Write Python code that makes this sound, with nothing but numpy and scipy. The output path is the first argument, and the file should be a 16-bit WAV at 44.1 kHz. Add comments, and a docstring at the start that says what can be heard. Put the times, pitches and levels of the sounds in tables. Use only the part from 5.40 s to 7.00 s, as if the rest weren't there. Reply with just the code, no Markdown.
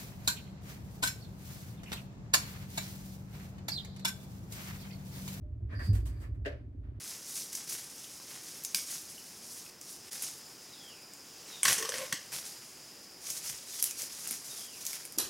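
"""A faint purr and a brief hollow tone over the low rumble of a quiet room; then, close up, fingers
scratch a cat that lies under a blanket. Each stroke drags over fabric (a dull rub with a thin ring)
and through fur (a bright swish); hand or blanket bumps the microphone with soft, deep thumps.
The purr is a train of pulses ringing throat and chest. About a second in, one short scuffing
knock sounds into the room."""
import sys
import numpy as np
from scipy import signal
from scipy.fft import rfft, irfft
from scipy.io import wavfile

SR = 44100
rng = np.random.default_rng(int(sys.argv[2]) if len(sys.argv) > 2 else 0)


def log_audio(samples):
    """Write samples as a 16-bit WAV file to the path given in sys.argv[1]."""
    # one column per channel
    frames = np.atleast_2d(samples).T
    # limit to full scale, then quantise
    limited = np.clip(frames, -1, 1)
    pcm = np.round(limited * 32767).astype(np.int16)
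    wavfile.write(sys.argv[1], SR, pcm)


N = 70560
T = np.arange(N) / SR

# how alike left and right are in the noise beds: freq_hz, correlation
STEREO_LIKENESS = [(60, 1), (150, 0.94), (300, 0.68), (550, 0.058), (1600, -0.2), (5000, -0.019),
                   (15000, 0.088)]
# which way the noise beds lean: freq_hz, left_minus_right_db
STEREO_BALANCE = [(60, -1.9), (300, 1.8), (550, -0.5), (1500, -1.5), (4000, 0), (8000, -1.5), (14000, -5)]
# colour of the room rumble: freq_hz, density_db
ROOM_SPECTRUM = [(20, -37), (32, -29.5), (45, -5.5), (62, 1.5), (76, 2.5), (97, -2.5), (118, -2),
                 (140, -17), (200, -29.5), (280, -20.5), (400, -30), (490, -40), (600, -35), (800, -46.5),
                 (1800, -54), (4200, -67), (15000, -77.5)]
# the rumble's gentle swell: time_s, gain_db
ROOM_SWELL = [(0, 0.5), (.25, 1), (.7, 6.5), (.95, 0.5), (1.25, 0.5), (1.6, 0.5)]
# runs of purring, the last one quicker: start_s, end_s, pulse_rate_hz, gain_db
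PURR_RUNS = [(0.018, .15, 24, -6), (.206, .45, 23.6, -1.5), (0.592, 1.05, 23.4, -3), (1.209, 1.6, 29, -3.5)]
# resonances of throat and chest: pitch_hz, level_db, t60_s
THROAT_MODES = [(97, -49, 0.065), (246.4, -52, 0.056), (276.8, -51, 0.098), (359, -57, 0.061),
                (600, -65, 0.056)]
# light grazes of the blanket: start_s, rise_s, hold_s, level_db
BLANKET_BRUSHES = [(0.196, 0.1, 0.029, -79.5), (1.31, .012, .012, -80.5), (1.422, 0.021, 0.047, -71),
                   (1.52, 0.059, .05, -75)]
# colour of a graze: freq_hz, density_db
BRUSH_SPECTRUM = [(200, -17.5), (700, 6.5), (1600, 4.5), (2600, -3), (4500, -14), (7000, -30), (16000, -25)]
# hand or blanket bumping the microphone: start_s, gain_db, tilt_db_per_octave, length_ratio
MIC_BUMPS = [(.205, -13, 1, 0.32), (0.323, -15, 2, 0.77), (.468, 0, 1.5, 1.0), (.875, -17, 1, 0.49),
             (0.946, -18.5, -4.5, 1.22), (1.556, -22, -6.5, 1.3)]
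# the deep tones of a thump, swelling one after another: pitch_hz, level_db, delay_s, rise_s, t60_s
THUMP_MODES = [(40.8, -32.5, 0.044, 0.027, .3), (58.7, -22, 0.041, 0.027, .55),
               (100.46, -17.5, 0.0085, 0.024, 0.28), (184, -35.5, -.002, .022, 0.18)]
# colour of the dull crush in each bump: freq_hz, density_db
CRUSH_SPECTRUM = [(60, -27), (150, -1), (250, 1.5), (400, -7), (520, -17), (800, -26.5), (2000, -52.5),
                  (16000, -78.5)]
# finger strokes: start_s, rise_s, hold_s, rub_db, resonance_over_rub_db, swish_db
FINGER_STROKES = [(0.282, 0.034, 0.016, -55, -9.5, -86), (0.311, 0.023, 0.013, -52.5, 2.5, -72),
                  (0.388, 0.0088, 0.025, -49.5, 4.5, -61.5), (0.403, 0.048, 0.018, -62.5, -15, -55.5),
                  (0.529, .004, 0.0036, -69, -6, -54), (.541, 0.011, 0.0082, -58, -4, -51.5),
                  (.585, 0.018, 0.0051, -65.5, -17, -66), (0.653, 0.0052, 0.019, -83, -19, -53.5),
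                  (0.68, 0.0087, 0.098, -65.5, -9.5, -73), (0.779, 0.047, 0.0068, -68, -9, -61),
                  (0.807, 0.026, 0.016, -56, -7.5, -78), (0.936, 0.014, 0.0047, -69.5, -16, -80)]
# dull colour of rubbed fabric: freq_hz, density_db
RUB_SPECTRUM = [(150, -2), (350, 0), (640, 6), (820, -6.5), (1130, 3.5), (1350, 0.5), (1750, -1),
                (2300, -1), (3000, -12.5), (4200, -16.5), (9000, -34), (16000, -43)]
# midrange resonances of the rub, also heard in the knock: pitch_hz, width_hz, gain_db
RUB_RESONANCES = [(1587, 26, -11.5), (1606, 36, -10), (1743, 17.2, -1), (1849, 29, -9), (1910, 16, -5.5)]
# bright colour of fur: freq_hz, density_db
FUR_SPECTRUM = [(300, 2), (900, 5.5), (2600, 3), (4000, 0.5), (5600, -0.5), (7200, 1), (8300, 4.5),
                (10000, -2), (13500, -0.5), (16000, -10)]
# the thin ring over the strokes: pitch_hz, width_hz, gain_db
THIN_RING_MODES = [(4717, 33, -4.5), (4729, 29, -3.5), (4724, 240, 3), (4930, 45, -14), (9730, 70, -15),
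                   (12538, 35, -14.5)]
# fader ride of the thin ring: time_s, level_db
THIN_RING_RIDE = [(0, -115), (.28, -105), (.31, -76), (.342, -83), (.355, -58.5), (.41, -59), (.435, -52),
                  (.49, -55), (.535, -64.5), (.6, -76), (.84, -75), (.97, -102), (1.6, -115)]
# the knock's quick contacts: start_s, scuff_db, body_db
KNOCK_CONTACTS = [(1.050, -45, -27), (1.058, -37, -4), (1.0653, -64, 0.5), (1.070, -61, -2),
                  (1.0755, -50, -6.5), (1.121, -57, -11)]
# the hollow body that is knocked: pitch_hz, level_db, t60_s
BODY_MODES = [(279, -42, 0.17), (414.5, -38.5, 0.087), (554.3, -44.5, 0.13), (587, -47, 0.2),
              (643, -44, 0.075)]
# colour of the scuff at each contact: freq_hz, density_db
SCUFF_SPECTRUM = [(300, -8.5), (650, 5), (850, -23.5), (1350, -18), (1620, 2), (1850, 2), (2150, -14),
                  (2850, -7), (3400, -17.5), (5000, -19), (6000, -26.5), (9000, -33), (16000, -45)]
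# colour of the room's answer to the knock: freq_hz, density_db
TAIL_SPECTRUM = [(200, -33), (400, 9.5), (600, 7), (820, -12), (1300, -8.5), (1680, -2.5), (2150, -9),
                 (2750, -11.5), (3500, -19), (4900, -22), (7000, -36), (16000, -46)]


def from_db(db):
    """Decibels to gain."""
    return 10 ** (np.asarray(db) / 20)


def unit_rms(x):
    """Scale to unit level."""
    return x / np.sqrt(np.mean(x ** 2) + 1e-20)


def pan(db):
    """Gains for a left-minus-right level difference."""
    return from_db([[db / 2], [-db / 2]])


def at_hz(points, hz):
    """Read a table on a log-frequency axis."""
    freqs, values = np.transpose(points)
    return np.interp(np.log(hz + 1), np.log(freqs), values)


def ride(points):
    """A fader move: gain that follows a table of times and decibels."""
    return from_db(np.interp(T, *np.transpose(points)))


def envelope(start, rise, hold, fall_db_per_s):
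    """Smooth rise, hold, then a steady fall in dB."""
    attack = np.sin(np.pi / 2 * np.clip((T - start) / rise, 0, 1)) ** 2
    return attack * from_db(-fall_db_per_s * np.maximum(T - start - rise - hold, 0))


def white():
    """Two unrelated white noises."""
    return rng.standard_normal((2, N))


def colour(noise, spectrum):
    """Give two unrelated noises a tone colour, stereo width and balance; unit level."""
    hz = np.arange(N // 2 + 1) * SR / N
    mid, side = rfft(noise) * from_db(at_hz(spectrum, hz))
    alike = at_hz(STEREO_LIKENESS, hz)
    sides = np.array([[1], [-1]])
    stereo = np.sqrt(1 + alike) * mid + np.sqrt(1 - alike) * side * sides
    balance = from_db(sides * at_hz(STEREO_BALANCE, hz) / 2)
    return unit_rms(irfft(stereo * balance, N))


def resonate(noise, modes):
    """Noise sings through parallel resonances; unit level."""
    out = 0
    for hz, width, db in modes:
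        radius = np.exp(-2 * np.pi * width / SR)
        band = [1, 0, -1, 1, -2 * radius * np.cos(2 * np.pi * hz / SR), radius * radius]
        out += from_db(db) * unit_rms(signal.sosfilt([band, band], noise))
    return unit_rms(out)


def ring(clicks, hz, t60):
    """A unit click sets a sine of height 1 ringing."""
    radius = np.exp(-np.log(1000) / (t60 * SR))
    angle = 2 * np.pi * hz / SR
    feedback = [1, -2 * radius * np.cos(angle), radius * radius]
    return signal.lfilter([0, np.sin(angle)], feedback, clicks + 1e-18)


def room_rumble(level_db=-43):
    """A bed of low rumble with a trace of hiss."""
    return from_db(level_db) * ride(ROOM_SWELL) * colour(white(), ROOM_SPECTRUM)


def purr(uneven_db=3.5, lowpass_hz=540):
    """Runs of soft, uneven pulses ring the cat's throat and chest."""
    pulses = [(start + k / rate, db) for start, end, rate, db in PURR_RUNS
              for k in range(int((end - start) * rate) + 1)]
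    pulse_s, pulse_db = np.transpose(pulses)
    throat = 0
    for hz, mode_db, t60 in THROAT_MODES:
        clicks = np.zeros(N)
        clicks[(pulse_s * SR).astype(int)] = from_db(pulse_db + mode_db)
        throat += ring(clicks * from_db(uneven_db * rng.standard_normal(N)), hz, t60)
    soften = signal.butter(3, lowpass_hz, fs=SR, output="sos")
    return signal.sosfilt(soften, throat) * pan(-1.6)


def hollow_tone(pitch_hz=600, level_db=-61.5):
    """A faint hollow tone swells and dies away."""
    swell = envelope(start=0.022, rise=0.017, hold=0, fall_db_per_s=109)
    return from_db(level_db) * swell * np.sin(2 * np.pi * pitch_hz * T)


def friction(slips_per_s=5400, spread_db=3.5, slip_share=0.53):
    """Thousands of tiny slips of hairs and fibres over a smooth hiss."""
    sizes = from_db(spread_db * np.minimum(rng.exponential(1, (2, N)), 4)) * np.sign(white())
    slips = unit_rms(sizes * (rng.random((2, N)) < slips_per_s / SR))
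    return np.sqrt(slip_share) * slips + np.sqrt(1 - slip_share) * white()


def blanket_brushes():
    """The hand grazes the blanket in light breaths of friction."""
    level = sum(from_db(db) * envelope(start, rise, hold, fall_db_per_s=177)
                for start, rise, hold, db in BLANKET_BRUSHES)
    return level * colour(friction(), BRUSH_SPECTRUM)


def mic_bumps(crush_db=-43.5):
    """Hand or blanket bumps the microphone: soft, deep thumps, each with a dull crush of noise."""
    pivot_hz = THUMP_MODES[2][0]
    thump = crush = 0
    for start, db, tilt, length in MIC_BUMPS:
        push = envelope(start, rise=0.011, hold=0.061 * length, fall_db_per_s=170.5)
        crush += from_db(db + crush_db) * push
        for hz, mode_db, delay, rise, t60 in THUMP_MODES:
            gain = from_db(db + mode_db + tilt * np.log2(hz / pivot_hz))
            swell = envelope(start + delay * length, rise, hold=0, fall_db_per_s=60 / (t60 * length))
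            thump += gain * swell * np.sin(2 * np.pi * hz * (T - start))
    return thump * pan(-1.3) + crush * colour(friction(), CRUSH_SPECTRUM)


def finger_strokes():
    """Each stroke rubs the fabric and swishes through the fur; a thin ring rides on top."""
    rub_power = resonance_power = swish_power = 0
    for start, rise, hold, rub_db, resonance_db, swish_db in FINGER_STROKES:
        fabric = from_db(rub_db) * envelope(start, rise, hold, fall_db_per_s=265)
        fur = from_db(swish_db) * envelope(start, rise, hold, fall_db_per_s=317)
        rub_power += fabric ** 2
        resonance_power += (fabric * from_db(resonance_db)) ** 2
        swish_power += fur ** 2
    rub = np.sqrt(rub_power) * colour(friction(), RUB_SPECTRUM)
    resonance = np.sqrt(resonance_power) * resonate(friction(), RUB_RESONANCES)
    swish = np.sqrt(swish_power) * colour(friction(), FUR_SPECTRUM)
    thin_ring = ride(THIN_RING_RIDE) * resonate(friction(), THIN_RING_MODES)
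    return rub + resonance + swish + thin_ring * pan(-4.5)


def scuffing_knock(tail_db=-42, tail_t60_s=0.35):
    """A quick run of scuffing contacts rings a hollow body, and the room answers."""
    clicks, scuff_level = np.zeros(N), 0
    for start, scuff_db, body_db in KNOCK_CONTACTS:
        clicks[int(start * SR)] = from_db(body_db)
        scuff_level += from_db(scuff_db) * envelope(start, rise=0.00062, hold=0.0046, fall_db_per_s=608)
    body = sum((-1) ** k * from_db(db) * ring(clicks, hz, t60)   # modes alternate in polarity
               for k, (hz, db, t60) in enumerate(BODY_MODES))
    scuff = colour(friction(), SCUFF_SPECTRUM) + from_db(-8) * resonate(friction(), RUB_RESONANCES)
    loudest_scuff_s = KNOCK_CONTACTS[1][0]
    bloom = envelope(loudest_scuff_s, rise=0.024, hold=0, fall_db_per_s=60 / tail_t60_s)
    tail = colour(white(), TAIL_SPECTRUM) + from_db(-18) * resonate(white(), RUB_RESONANCES)
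    return body * pan(0.65) + scuff_level * scuff + from_db(tail_db) * bloom * tail


def scene():
    """The close-up hand sounds, mixed with the purr, the knock and the background."""
    hand = finger_strokes() + blanket_brushes() + mic_bumps()
    return hand + purr() + scuffing_knock() + hollow_tone() + room_rumble()


def record(dry, low_cut_hz=36.4, high_cut_hz=15750, fade_s=0.012):
    """Thin the deepest bass, fade both ends and cut the top steeply."""
    low_cut = signal.butter(6, low_cut_hz, "high", fs=SR, output="sos")
    high_cut = signal.ellip(12, 0.1, 80, high_cut_hz, fs=SR, output="sos")
    fade = np.sin(np.pi / 2 * np.clip(np.minimum(T, T[::-1]) / fade_s, 0, 1)) ** 2
    return signal.sosfilt(high_cut, fade * signal.sosfilt(low_cut, dry))


dry = scene()
out = record(dry)
log_audio(out)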